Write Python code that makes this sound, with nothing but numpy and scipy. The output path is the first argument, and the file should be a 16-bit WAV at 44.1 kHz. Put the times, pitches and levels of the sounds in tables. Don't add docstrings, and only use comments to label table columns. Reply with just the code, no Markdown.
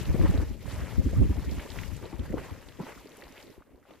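import sys
import numpy as np
from scipy import signal
from scipy.fft import rfft, irfft
from scipy.io import wavfile

SR = 44100
rng = np.random.default_rng(int(sys.argv[2]) if len(sys.argv) > 2 else 0)


def file_out(sig):
    cols = np.atleast_2d(sig).T
    lim = np.clip(cols, -1, 1)
    pcm = np.round(lim * 32767).astype(np.int16)
    wavfile.write(sys.argv[1], SR, pcm)


def volts_from_decibels(level):
    exponent = np.asarray(level, float) / 20
    return 10 ** exponent


N = 176400
SIDES = np.array([[1], [-1]])


def rms_one(x):
    return x / np.sqrt(np.mean(x ** 2) + 1e-20)


def filtered(x, order, hz, kind):
    return signal.sosfilt(signal.butter(order, hz, kind, fs=SR, output="sos"), x)


def in_time(rows):
    s, *columns = np.transpose(rows)
    return [np.interp(np.arange(N) / SR, s, column) for column in columns]


def swells(rows):
    t = np.arange(N) / SR
    return sum(db * np.exp(-((t - s) / width) ** 2) for s, db, width in rows)


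def at_hz(points, hz):
    point_hz, values = np.transpose(points)
    return np.interp(np.log(hz), np.log(point_hz), values)


def drift(rate_hz):
    r = np.exp(-80 * np.pi * rate_hz / SR)
    noise = rng.standard_normal(N // 40 + 2002)
    slow = signal.lfilter([1], [1, -2 * r, r * r], noise)[2000:]
    return np.interp(np.arange(N) / 40, np.arange(len(slow)), rms_one(slow))


def ring(clicks, hz, t60):
    r, w = 1000. ** (-1 / (t60 * SR)), 2 * np.pi * hz / SR
    return signal.lfilter([0, np.sin(w)], [1, -2 * r * np.cos(w), r * r], clicks + 1e-18)


def coloured(x, spectrum):
    length = x.shape[-1]
    hz = np.maximum(np.fft.rfftfreq(length, 1 / SR), 1)
    return irfft(rfft(x) * volts_from_decibels(at_hz(spectrum, hz)), length)


def add(out, s, x):
    i = int(s * SR)
    x, i = x[..., max(-i, 0):], max(i, 0)
    out[..., i:i + x.shape[-1]] += x[..., :N - i]


def spread(mid, side):
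    # pitch_hz, likeness (1 = the same)
    likeness = [(60, 0.46), (130, 1), (290, 0.33), (640, 0.69), (1410, 0.91), (3100, 0.85), (6810, -0.03),
                (15000, -0.094)]
    # pitch_hz, left_over_right_db
    lean = [(60, 0.66), (950, 0.069), (15000, 1.8)]
    hz = np.maximum(np.fft.rfftfreq(N, 1 / SR), 1)
    alike = np.clip(at_hz(likeness, hz), -.95, .95)
    both = np.sqrt(1 + alike) * rfft(mid) + SIDES * np.sqrt(1 - alike) * rfft(side)
    return irfft(both * volts_from_decibels(SIDES * at_hz(lean, hz) / 2), N) / np.sqrt(2)


def patchy(spectrum, together_db, own_db, rate_hz):
    together = drift(rate_hz) + 0.38 * drift(70)
    white = rng.standard_normal((2, 2, N))
    low_end, high_end = spectrum[0][0], spectrum[-1][0]
    octaves = np.arange(0, np.log2(high_end / low_end) + .6, .5)
    edges = np.minimum(low_end * 2 ** octaves, .45 * SR)
    out = 0
    for k, (low, high) in enumerate(zip(edges, edges[1:])):
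        band = filtered(white[k % 2], 2, [low, high], "band")
        out = out + band * volts_from_decibels(together_db * together + own_db * drift(21.0))
    return rms_one(spread(*coloured(out, spectrum)))


def grains(per_s, low_hz, high_hz, cycles, size_db):
    sizes = volts_from_decibels(size_db * np.minimum(rng.exponential(1, (2, N)), 4)) * rng.choice([-1, 1], (2, N))
    born = rng.random(N) < per_s / SR
    dealt = rng.integers(0, 16, N)
    sizes[1] = sizes[0] * np.sign(sizes[1])
    rings = 0
    for k, hz in enumerate(np.geomspace(low_hz, high_hz, 16)):
        rings = rings + ring(sizes * (born & (dealt == k)), hz, cycles / hz)
    return rms_one(spread(*rings))


def steam():
    hiss = filtered(rng.standard_normal((2, N)), 2, 8400, "high")
    return volts_from_decibels(-76.5) * rms_one(hiss)


def steady_wind():
    # start_s, left_db, right_db
    wind_levels = [(0, -37.5, -40), (.3, -35, -30.5), (.5, -44.5, -48), (.58, -38.5, -68),
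                   (.66, -57, -35.5), (.8, -44, -46), (.92, -37.5, -86), (1.2, -38, -27), (1.43, -43, -44),
                   (1.58, -53, -39.5), (1.67, -47.5, -77), (1.85, -38.5, -85), (2.1, -46.5, -78),
                   (2.3, -46.5, -45), (2.65, -54, -66.5), (3.1, -68, -85), (3.6, -76, -69), (4, -68, -92)]
    # pitch_hz, level_db
    wind_colour = [(12, -74), (20, -8), (70, 3), (198, -9), (325, -22.5), (665, -44.5), (900, -55),
                   (1170, -79), (1980, -120)]
    lumps_per_s, lump_db, wind_db = 14, 3.5, 6.5
    lumps = np.array([drift(lumps_per_s), drift(lumps_per_s)])
    noise = rng.standard_normal((2, N)) * volts_from_decibels(lump_db * lumps)
    return rms_one(coloured(noise, wind_colour)) * volts_from_decibels(np.array(in_time(wind_levels)) + wind_db)


def buffets():
    # crest_s, left_db, right_db, throb_hz, right_port_lag_ms
    eddies = [(0.097, -16.5, -19.5, 87, -4), (0.148, -16.5, -35, 155, 1), (0.206, -11, -14.5, 76, -6),
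              (0.244, -11.5, -18, 64, -7.5), (0.298, -20, -17.5, 84, 4.5), (0.351, -21, -16, 65, 6),
              (0.393, -14.5, -20.5, 79, 2), (0.426, -21.5, -23.5, 76, -5.0), (0.475, -30, -36, 67, 5),
              (0.511, -30.5, -29, 67, 3.5), (0.677, -52, -29, 72.6, 14), (0.738, -34, -29, 91, -1.5),
              (0.801, -35, -28.5, 143, 0), (0.827, -24, -27.5, 67, -4.5), (0.852, -34, -44, 62.3, 10),
              (0.873, -31, -53, 75, -3), (0.989, -11.5, -17, 68, -8), (1.068, -17.5, -16, 67.5, 0.5),
              (1.137, -21, -43, 72.5, 3), (1.17, -19, -23, 108, 3.5), (1.198, -15, -18, 118, -9),
              (1.22, -15, -9.5, 64, 4.2), (1.252, -17.5, -25, 59, -9), (1.305, -15.5, -15.5, 77, 1),
              (1.384, -19.5, -40, 69, 4), (1.479, -24.5, -22.5, 68.6, -5), (1.522, -29.5, -25, 122, -3.5),
              (1.545, -29.5, -34, 78, -3.5), (1.583, -27.5, -30.5, 66.4, -2), (1.711, -29.5, -62, 65.4, -4),
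              (1.782, -30.5, -62, 57, 3.6), (1.819, -30.5, -62, 65, -5), (1.894, -32, -52, 64.5, -5.5),
              (2.149, -27.5, -55, 66.6, -2.5), (2.202, -23, -26.5, 72.4, 1.7), (2.235, -33, -33, 83, 9.5),
              (2.354, -45, -35, 146, -1.5), (2.378, -41, -37, 58, -4), (2.52, -31, -34, 99, 2.6),
              (2.809, -31.5, -34, 166, -0.3)]
    # crest_s, left_db, right_db, throb_hz, right_port_lag_ms
    last_eddies = [
        (2.985, -44.5, -51, 58, -3),
        (3.261, -47, -49, 56, 0),
        (3.586, -44, -57, 68, 5),
        (3.746, -50, -51, 62.6, -1),
    ]
    buffet_db, rattle_db = -0.28, -10.5
    length_cycles, sag = 2.51, 0.28
    tail = 1.64
    out, t = np.zeros((2, N)), np.arange(-2048, 4096) / SR
    rattle = rms_one(filtered(rng.standard_normal((2, N + SR)), 4, (110, 340), "band"))
    eddies = eddies + last_eddies
    starts = rng.uniform(0, 2 * np.pi, len(eddies))
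    for (s, left_db, right_db, hz, lag_ms), start in zip(eddies, starts):
        cycle = (t + SIDES * lag_ms / 2000) * hz
        swing = t * hz / length_cycles / np.where(t > 0, tail, 1)
        shape = np.cos(np.pi * np.clip(swing, -.5, .5)) ** 2
        throb = np.sin(2 * np.pi * cycle * (1 - sag * cycle / 2) + start)
        throb = throb + volts_from_decibels(rattle_db) * rattle[:, int(s * SR):][:, :len(t)]
        level = volts_from_decibels(buffet_db + np.array([[left_db], [right_db]]))
        add(out, s + t[0], shape * throb * level)
    return out


def slaps(out):
    # start_s, peak_db, pitch_hz
    slap_events = [(0.054, -40.5, 3420), (0.211, -36.5, 1390), (0.308, -46, 7800), (0.656, -43, 900),
                   (0.689, -57, 2330), (0.812, -40, 1390), (1.325, -46, 1050.0), (1.369, -44, 700.0),
                   (1.492, -44, 2680.0), (1.512, -43, 4560), (1.595, -38, 2060), (1.662, -43, 910),
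                   (1.702, -38.5, 3850), (1.757, -43, 930), (1.786, -33.5, 2050.0), (1.833, -38.5, 2070),
                   (1.965, -44.5, 7700), (2.04, -44, 710), (2.193, -46.5, 3020), (2.255, -46, 1050.0),
                   (2.321, -46.5, 1790.0), (2.371, -36, 680), (2.38, -41, 1540), (2.614, -56, 2040),
                   (2.623, -49, 1580), (2.686, -48, 3350), (2.72, -53.5, 2050.0), (2.798, -39.5, 700.0),
                   (2.866, -46, 920.0), (2.905, -48, 1370.0), (2.976, -47.5, 1200.0), (3.116, -52, 2050.0),
                   (3.169, -48.5, 9000.0), (3.221, -41, 1720), (3.237, -49, 3510.0), (3.401, -45.5, 2650),
                   (3.426, -47.5, 4570), (3.54, -54, 1050.0), (3.604, -56, 920.0), (3.621, -51.5, 1180),
                   (3.704, -65, 1740), (3.827, -60, 1370.0), (3.852, -54.5, 1000), (3.908, -52.5, 2350.0)]
    slap_db, t60_s, width = 1.5, 0.025, 0.33
    t = np.arange(4096) / SR
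    shape = 1000. ** (-t / t60_s) * (1 - np.exp(-t / 0.00068))
    for s, db, hz in slap_events:
        edges = [hz / (1 + width), min(hz * (1 + width), .45 * SR)]
        crack = filtered(rng.standard_normal((2, 4096)) * shape, 2, edges, "band")
        add(out, s, volts_from_decibels(db + slap_db) * crack / np.abs(crack).max())


def plops(out):
    # start_s, peak_db, pitch_hz
    plop_events = [
        (1.653, -36.5, 440),
        (2.129, -29.5, 293),
        (2.3, -28.5, 186),
        (2.8, -30.5, 173),
        (3.057, -35.5, 381),
        (3.579, -38, 340),
    ]
    plop_db, fade_cycles, rise = -4, 7.8, 0.16
    t = np.arange(4096) / SR
    for s, db, hz in plop_events:
        cycle = t * hz
        shape = 1000. ** (-cycle / fade_cycles) * (1 - np.exp(-cycle / 0.79))
        plop = np.sin(2 * np.pi * cycle * (1 + rise * cycle / 10)) * shape
        add(out, s, volts_from_decibels(db + plop_db) * plop / np.abs(plop).max() * [[1], [.4]])


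def drops():
    out = np.zeros((2, N))
    slaps(out)
    plops(out)
    return spread(*out) * 1.35


def gurgle():
    # start_s, level_db
    gurgle_levels = [(0, -42.5), (.45, -59), (.57, -49.5), (.72, -47), (1.15, -45), (1.7, -47.5),
                     (1.95, -53.5), (2.5, -50), (2.73, -59), (3.1, -53), (3.5, -57.5), (3.67, -63),
                     (4, -67)]
    # crest_s, rise_db, width_s
    heaves = [(.19, 15, 0.076), (.38, 21.5, 0.056), (1.01, 14, 0.012), (1.14, 16.5, 0.013),
              (1.66, 9, 0.0097), (2.05, 16, 0.031), (2.14, -8, 0.011), (2.34, 19, 0.027),
              (2.385, 14, 0.025), (2.81, 16.5, 0.056), (2.89, 5.5, 0.03), (3.23, 9, 0.014),
              (3.36, -14, 0.016), (3.5, 11, 0.027), (3.75, 10, 0.041), (3.92, 10, 0.033)]
    per_s = 500 * volts_from_decibels(3.2 * drift(17))
    bubbles = grains(per_s, 254, 635, cycles=12.3, size_db=4.5)
    bubbles = filtered(bubbles, 2, 674, "low")
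    level_db, = in_time(gurgle_levels)
    return volts_from_decibels(level_db + swells(heaves)) * bubbles


def boil():
    # start_s, churn_db, spray_brightness_db
    vigour = [(0, -50, -4.5), (.42, -46, -11), (.57, -64.5, -1), (.7, -52, -6), (.9, -49.5, -7.5),
              (1.05, -54.5, -4), (1.35, -53, -7), (1.55, -52, -5), (1.9, -55, -3), (2.15, -53.5, -10.5),
              (2.5, -56.5, -6.5), (2.74, -60.5, -6.5), (3.0, -57.5, -5.5), (3.1, -65, -3),
              (3.53, -63.5, -3.5), (3.65, -70, -12.5), (3.8, -70.5, -12.5), (4, -74, -2.5)]
    # crest_s, rise_db, width_s
    surges = [(.26, 6, 0.05), (.73, 6, 0.079), (1.6, 3, 0.029), (1.8, 5.5, 0.071), (2.04, 1, 0.031),
              (2.261, 9.5, 0.012), (2.387, 8.5, 0.019), (2.459, 9, 0.068), (2.811, 8, 0.026),
              (2.882, 13, 0.056), (3.222, 10.5, 0.12), (3.4, 9.5, 0.044), (3.92, 14, 0.074)]
    # pitch_hz, level_db
    churn_colour = [(350, 1.5), (600, 5), (700, -0.5), (850, 4), (1400, -3), (2200, -5), (2900, -10),
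                    (4000, -30.5), (8000, -53)]
    # pitch_hz, level_db
    spray_colour = [(1760, 3), (3000, -2), (6330, -6), (7520, -5.5), (8560, -10.5), (11700, -8),
                    (15400, -12.5)]
    churn_db, fizz_db, spray_db, crackle_db = -1.2, -6, 4.5, -5
    churn = volts_from_decibels(churn_db) * patchy(churn_colour, together_db=1.36, own_db=3.5, rate_hz=9.0)
    fizz_per_s = 700 * volts_from_decibels(4.0 * drift(30))
    fizz = volts_from_decibels(fizz_db) * grains(fizz_per_s, 827, 2400, cycles=5.8, size_db=5.0)
    spray = volts_from_decibels(spray_db) * patchy(spray_colour, together_db=0.98, own_db=1.9, rate_hz=87.0)
    crackle_per_s = 230 * volts_from_decibels(4.6 * drift(30))
    crackle = volts_from_decibels(crackle_db) * grains(crackle_per_s, 3160, 15700, cycles=16.0, size_db=5.5)
    level_db, bright_db = in_time(vigour)
    surge_db = swells(surges)
    fine = volts_from_decibels(bright_db - 0.5 * surge_db) * (spray + crackle)
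    return volts_from_decibels(level_db + surge_db) * (churn + fizz + fine)


def scene():
    return steam() + steady_wind() + buffets() + drops() + gurgle() + boil()


def band_limit(x):
    return signal.sosfilt(signal.butter(12, 15590, fs=SR, output="sos"), x)


def record(dry):
    limit, cutoff_hz = .36, 15500
    rounded = limit * np.tanh(dry / limit)
    top_cut = signal.cheby2(10, 50, cutoff_hz * 1.05, fs=SR, output="sos")
    return band_limit(signal.sosfilt(top_cut, rounded))


dry = scene()
out = record(dry)
file_out(out)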